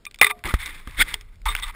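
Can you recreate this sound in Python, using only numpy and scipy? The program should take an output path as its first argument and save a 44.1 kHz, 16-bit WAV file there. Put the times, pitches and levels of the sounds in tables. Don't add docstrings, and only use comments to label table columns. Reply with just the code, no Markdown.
import sys
import numpy as np
from scipy import signal
from scipy.fft import rfft, irfft, next_fast_len
from scipy.io import wavfile
from scipy.ndimage import map_coordinates

SR = 44100
rng = np.random.default_rng(int(sys.argv[2]) if len(sys.argv) > 2 else 0)


def gain_from_db(level_db):
    decades = np.asarray(level_db, float) / 20
    return 10 ** decades


def unload_audio(sound):
    columns = np.transpose(np.atleast_2d(sound))
    steps = np.round(np.clip(columns, -1, 1) * 32767)
    wavfile.write(sys.argv[1], SR, steps.astype(np.int16))


N = 77175


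def unit(x):
    return x / np.sqrt(np.mean(x ** 2) + 1e-20)


def along(points, f):
    hz, db = np.transpose(points)
    return gain_from_db(np.interp(np.log(f + 1), np.log(hz + 1), db))


def wobble(rate):
    knots = rng.standard_normal(int(N * 1000 / SR) + 4)
    return map_coordinates(knots, [np.arange(N) * rate / SR])


def filtered(x, response):
    m = next_fast_len(N + SR // 2)
    return irfft(rfft(x, m) * response(np.fft.rfftfreq(m, 1 / SR)), m)[..., :N]


def colored_noise(spectrum):
    return unit(filtered(rng.standard_normal(N), lambda f: along(spectrum, f)))


def body(modes, f):
    total = 0
    for k, (hz, width, db) in enumerate(modes):
        total = total + (-1) ** k * gain_from_db(db) * 1j * f * width / (hz * hz - f * f + 1j * f * width)
    return total


def swings(rows):
    out = np.zeros(N)
    for start_s, level_db, pitch_hz, rise_s in rows:
        t = np.clip(np.arange(N) / SR - start_s, 0, None)
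        swell = t / rise_s * np.exp(1 - t / rise_s)
        out = out - gain_from_db(level_db) * swell * np.sin(2 * np.pi * pitch_hz * t)
    return out


def stroke(start_s, length_s, level_db, rise_share):
    u = (np.arange(N) / SR - start_s) / length_s
    peak = np.clip(rise_share, .02, .95)
    press = np.interp(u, [0, peak, 1, 1.15, 1.6], [0, 1.0, 0.23, 0.027, 0])
    return gain_from_db(level_db) * press ** 0.75


def strokes(rows):
    return sum(stroke(*row) for row in rows)


def rub(force, response, grit_db):
    noise = rng.standard_normal(N)
    grit = unit(noise * gain_from_db(grit_db * wobble(400) + 1.8 * wobble(70)))
    return filtered(force * grit, response) / np.std(filtered(grit, response))


# time_s, level_db
SHAKE = [(0, -51.5), (0.198, -54), (.37, -52), (.43, -41.5), (0.468, -33), (.52, -44), (.6, -35),
         (0.837, -47.5), (.89, -42.5), (0.999, -29), (1.07, -40), (1.25, -39), (1.3, -47.5), (1.43, -40),
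         (1.48, -37.5), (1.559, -32), (1.66, -41.5), (1.75, -42)]
# pitch_hz, level_db [dB per Hz]
RUMBLE = [(12, -32), (20, 1), (75, -14), (101, -20), (338, -57.5), (483, -51.5), (700, -63.5), (910, -88.5),
          (1540, -120)]
# start_s, level_db [peak], pitch_hz
JOLTS = [
    (0.2142, -8, 616),
    (0.4464, -29, 62),
    (0.5398, -9.5, 44.7),
    (0.8743, -29.5, 43),
]
# start_s, level_db [peak], pitch_hz, rise_s
SWAYS = [
    (1.4565, -18, 41, .016),
    (1.535, -26, 31, .02),
    (1.658, -29, 30, .02),
    (.99, -33, 30, .02),
    (.214, -36, 85, .01),
]


def shaking():
    t = np.arange(N) / SR
    time_s, level_db = np.transpose(SHAKE)
    out = gain_from_db(np.interp(t, time_s, level_db) + 0.53 * wobble(16)) * colored_noise(RUMBLE)
    hold_cycles, decay_cycles, rise_s = 0.45, 2, 0.000067
    for start_s, level_db, pitch_hz in JOLTS:
        u = np.clip(t - start_s, 0, None)
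        fall_db = 60 * np.clip(u * pitch_hz - hold_cycles, 0, None) / decay_cycles
        push = np.cos(2 * np.pi * pitch_hz * u) * (1 - np.exp(-u / rise_s))
        out = out - gain_from_db(level_db - fall_db) * push
    return out + swings(SWAYS)


# pitch_hz, level_db [dB per Hz]
AIR = [(88, -37.5), (150, 3.5), (878, -13.5), (1950, -15), (5300, -21), (5900, -34.5), (7670, -59.5),
       (13000, -120)]


def air():
    return gain_from_db(-62 + 1.3 * wobble(10)) * colored_noise(AIR)


# pitch_hz, width_hz, level_db
SHELL = [(1500, 490, -9), (2080, 240, 1.5), (2396, 375, -5), (3525, 320, -6.5), (4960, 1200, -28.5)]
# pitch_hz, width_hz, level_db
DULL = [(887.6, 210, -3.5), (1223, 160, 0.5)]
# start_s, level_db [peak], t60_s, brightness [dB per octave]
TAPS = [(0.0493, -44, 0.016, 1), (0.0526, -14, 0.012, 10), (.1113, -25.5, 0.017, 6.5),
        (.1226, -46, 0.01, 1), (0.1439, -21, 0.022, 5.5), (0.1592, -29.5, 0.011, 5),
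        (0.1883, -21, 0.0066, 7.5), (.2134, 8, 0.016, -1.5), (0.2244, -13.5, 0.015, -2),
        (.2316, -11, .015, -1), (0.2457, -1, .018, 3), (.2668, -10.5, .017, 3), (0.3914, -36, 0.016, 4),
        (0.4391, -16.5, 0.0087, -1), (0.4468, -20, 0.011, -8), (.4551, -16.5, 0.017, -1.5),
        (.4751, -13.5, 0.0099, 1), (.5401, -10.5, 0.027, 2.5), (0.553, -33, 0.014, 0),
        (0.66, -9, 0.014, 4.5), (0.8738, -24, 0.0265, -4), (0.9105, -26, 0.012, 5),
        (1.1412, -3.5, 0.016, 4), (1.2105, -23, 0.021, 6.5), (1.3571, -44, 0.014, 6.5),
        (1.4168, -31.5, .013, 6), (1.4557, -12, .013, 10), (1.551, -9.5, 0.014, 0.5),
        (1.5645, -12.5, 0.013, 3), (1.5984, -10, .013, 14), (1.7481, -30.5, 0.012, -12)]


def taps():
    out, t = np.zeros(N + SR), np.arange(SR // 20) / SR
    f = np.fft.rfftfreq(len(t), 1 / SR)
    flat = 0.075
    both_sides = body(SHELL, f) + gain_from_db(-11) * body(DULL, f) + flat
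    octaves = np.log2(np.clip(f, 500, 6000) / 2000)
    for start_s, level_db, t60_s, tilt_db in TAPS:
        kick = 3.7 * (t == 0)
        burst = rng.standard_normal(len(t)) * gain_from_db(-60 * t / t60_s) + kick
        ring = irfft(rfft(burst) * both_sides * gain_from_db(tilt_db * octaves), len(t))
        ring = ring * gain_from_db(-15 * t / t60_s)
        out[round(start_s * SR):][:len(t)] += gain_from_db(level_db - 2) * ring / np.abs(ring).max()
    return out[:N]


# pitch_hz, level_db, t60_s
FITTING = [(421, -24.5, 0.34), (702, -25, .08), (973, -17, 0.044), (1182, -9, 0.067), (2412, 1.5, .032),
           (3610, -7, 0.046)]
# start_s, level_db [peak], low_modes_db, middle_mode_db
CLINKS = [(.0655, -15.5, -9.5, 5.5), (.1955, -21.5, -12, 2.5), (.2136, 4, 2, 3.5), (.2318, -4, -1, 1.5),
          (.2448, 0, 1.5, -3), (.2668, -1, 0, -2), (.2975, -15, 0.5, 1.5), (.3021, -9.5, -6, 1.5),
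          (.3105, -9.5, -2.5, -2), (.3156, -13.5, 2, -3.5), (1.1411, -22, 13, -2), (1.4861, -15.5, 9, -9)]


def clinks():
    out, t = np.zeros(N + SR), np.arange(SR // 3) / SR
    attack = 1 - np.exp(-t / 0.00043)
    for start_s, level_db, low_db, middle_db in CLINKS:
        ring = 0
        for pitch_hz, mode_db, t60_s in FITTING:
            weight_db = low_db * (pitch_hz < 1000) + middle_db * (2000 < pitch_hz < 3000)
            strength_db = mode_db + weight_db + 2.9 * rng.standard_normal()
            ring = ring + gain_from_db(strength_db - 60 * t / t60_s) * np.sin(2 * np.pi * pitch_hz * t)
        out[round(start_s * SR):][:len(t)] += gain_from_db(level_db - 13.5) * ring * attack
    return out[:N]


# start_s, length_s, level_db, rise_share [0-1], dull_side_db
STROKES = [(0.215, .021, -18.5, 0.5, 8.5), (0.239, .04, -28, 0.8, -5), (0.29, 0.023, -25.5, 1, 2.5),
           (.33, .09, -59.5, 0.64, 3), (0.444, 0.035, -31, 0.4, -0.5), (0.4817, 0.038, -30, 0.32, 1.5),
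           (0.512, 0.077, -41.5, 0.36, -3), (0.584, 0.068, -34, 0.48, -9.5),
           (0.652, 0.066, -35.5, 0.13, -6), (0.719, 0.1, -43, 0.2, -4.5), (0.819, 0.36, -47, 0.38, -2),
           (0.969, 0.035, -28.5, 0.82, -13), (0.998, 0.028, -16.5, 0.66, -10.5),
           (1.04, 0.042, -45, 0.75, 0.5), (1.07, 0.074, -37, 0.3, -9), (1.135, 0.022, -42, 0.1, -10),
           (1.17, .15, -65, 0.3, 2), (1.311, .05, -66.5, 0.7, -4), (1.455, 0.027, -27, 0.24, 8),
           (1.483, 0.062, -34, 0.05, 1.5), (1.542, 0.07, -37.5, 0.63, 0), (1.616, 0.029, -38, 0.42, -5),
           (1.651, 0.034, -39, 0.26, 0), (1.672, 0.036, -37, 0.63, 5), (1.722, 0.037, -49.5, 0.56, 2)]
# pitch_hz, level_db [dB per Hz]
SKIN = [(300, -59.5), (800, -21), (2170, -5), (3050, -25.5), (3780, -19), (5900, -17), (7670, -52.5),
        (13000, -120)]
# start_s, length_s, level_db, rise_share [0-1]
PRESSES = [
    (0.209, .03, -44.5, 0),
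    (.34, 0.054, -50.5, 0.6),
    (0.443, .07, -36, .3),
    (0.597, .22, -54, 0.42),
    (0.864, 0.034, -46.5, 0.4),
    (0.978, 0.058, -38, 0.2),
    (1.044, 0.12, -50, 0),
    (1.486, 0.0275, -47, 0.27),
]
# pitch_hz, width_hz, level_db
PALM = [(128, 64, 0), (380, 380, -2.5)]
# start_s, length_s, level_db, rise_share [0-1]
CHATTER = [
    (0.221, .051, -25, 0.3),
    (0.987, 0.023, -24.5, 0.7),
    (1.4795, .015, -21.5, 0.2),
    (1.495, 0.029, -31, .21),
    (1.579, .041, -45, 0.6),
    (1.6224, .027, -27.5, 0.5),
]
# pitch_hz, width_hz, level_db
PIN = [(1203, 74, -4), (3640, 88, 1), (2100, 130, -11.5)]


def rubbing():
    force, dull_force = np.zeros(N), np.zeros(N)
    for start_s, length_s, level_db, rise_share, dull_db in STROKES:
        press = stroke(start_s, length_s, level_db, rise_share)
        force = force + press
        dull_force = dull_force + gain_from_db(dull_db - 5.0) * press

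    def stiff(f):
        return (1j * f / (650 + 1j * f)) ** 2

    bright = rub(force, lambda f: body(SHELL, f) * stiff(f), grit_db=2)
    dull = rub(dull_force, lambda f: body(DULL, f) * stiff(f), grit_db=1.5)
    skin = gain_from_db(-8) * rub(force, lambda f: along(SKIN, f), grit_db=3.5)
    chatter = rub(strokes(CHATTER), lambda f: body(PIN, f), grit_db=3.5)
    palm = rub(strokes(PRESSES), lambda f: body(PALM, f) ** 2, grit_db=2.0)
    return bright + dull + skin + chatter + palm


# start_s, level_db [peak], pitch_hz, rise_s
ROCKING = [(.2134, 2, 2041, 0.0011), (.2138, -0.5, 2384, .0012), (.2141, -7, 780, .0014),
           (.2138, -15.5, 500, .0012), (.2238, -7.5, 2065, 0.0013), (.2285, -11, 2054, 0.0018),
           (.2315, -5.5, 2090, 0.001), (.2445, -5.5, 2030, 0.0018), (.2452, -14, 3760, 0.00038),
           (.2668, -13.5, 2050, .0008), (.2685, -15.5, 2064, .0015), (.3015, -25, 2100, 0.00099),
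           (.31, -21, 2030, 0.0019), (.5403, -17.5, 1247, 0.0015), (.5435, -25.5, 2030, 0.0016),
           (1.1408, -16, 3300, .0012), (1.5508, -15, 2260, 0.00092), (1.5508, -19, 1483, 0.001),
           (1.551, -21, 2750, 0.0011), (1.5648, -21, 3070, 0.00049)]


def rocking():
    return swings(ROCKING)


def hum():
    t = np.arange(N) / SR
    u, v = np.clip(t - 0.3, 0, None), np.clip(t - 0.325, 0, None)
    pitch_hz = 703 * (1 + 0.06 * np.exp(-u / 0.0392))
    main = gain_from_db(-41 - 60 * u / 0.38) * (1 - np.exp(-u / 0.0044))
    main = main * np.sin(2 * np.pi * np.cumsum(pitch_hz) / SR)
    low = gain_from_db(-49.5 - 60 * v / 0.29) * (1 - np.exp(-v / 0.012))
    low = low * np.sin(2 * np.pi * 646 * v)
    return main + low


# start_s, length_s, level_db, rise_share [0-1]
CATCHES = [
    (0.988, .036, -18, .8),
    (1.137, .008, -23.5, 0.5),
]
# pitch_hz, width_hz, level_db
RIBS = [(1476, 550, -3.5), (2200, 180, -3.5), (3206, 600, 0.5), (5180, 660, -16.5)]
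# start_s, level_db [peak], pitch_hz, rise_s
SLIPS = [(.981, -29, 3320, .0015), (.990, -20, 1850, .0015), (.994, -22, 3383, 0.0033),
         (.999, -16.5, 2100, 0.00099), (1.0035, -10, 2200, 0.0018), (1.005, -21.5, 1454, .002),
         (1.0095, -8.5, 2180, 0.0023), (1.0135, -12, 1500, .003), (1.0165, -14, 3287, 0.0016),
         (1.0205, -8.5, 2296, 0.0012), (1.0228, -10, 1830, 0.0012), (1.0235, -24, 4930, 0.0013),
         (1.0255, -19, 3366, 0.0015), (.454, -29, 2100, 0.0026), (.483, -24.5, 1240, 0.0026),
         (.508, -28, 1390, .003), (.659, -28.5, 3776, 0.0022), (.659, -28.5, 2280, .0015),
         (.874, -30.5, 1210, 0.0012), (1.456, -26.5, 2156, 0.0063), (1.459, -22, 900, 0.0042),
         (1.484, -26.5, 2122, 0.0033), (1.632, -28, 1970, 0.0041)]


def catches():
    return swings(SLIPS) + rub(strokes(CATCHES), lambda f: body(RIBS, f), grit_db=3.0)


def scene():
    mix = rubbing() + taps() + clinks() + shaking() + air() + rocking() + catches() + hum()
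    return mix[None]


def band_limit(x):
    return signal.sosfilt(signal.butter(12, 15820, fs=SR, output="sos"), x)


def record(dry):
    hold_hz, out_hz, top_hz = 12000, 48000, 15200
    base = np.clip(dry, -1, 1)
    base = filtered(base, lambda f: gain_from_db(-48 * np.clip((f - 5600) / 600, 0, 2) ** 2))
    mirrored = base * (1 + 2 * np.cos(2 * np.pi * hold_hz * np.arange(N) / SR))

    def hold(f):
        top = gain_from_db(-30 * np.clip((f - top_hz) / 1500, 0, 2))
        return np.sinc(f / hold_hz) / np.sinc(f / out_hz) * top

    held = filtered(mirrored, hold)
    return band_limit(np.clip(held, -1, 1))


dry = scene()
out = record(dry)
unload_audio(out)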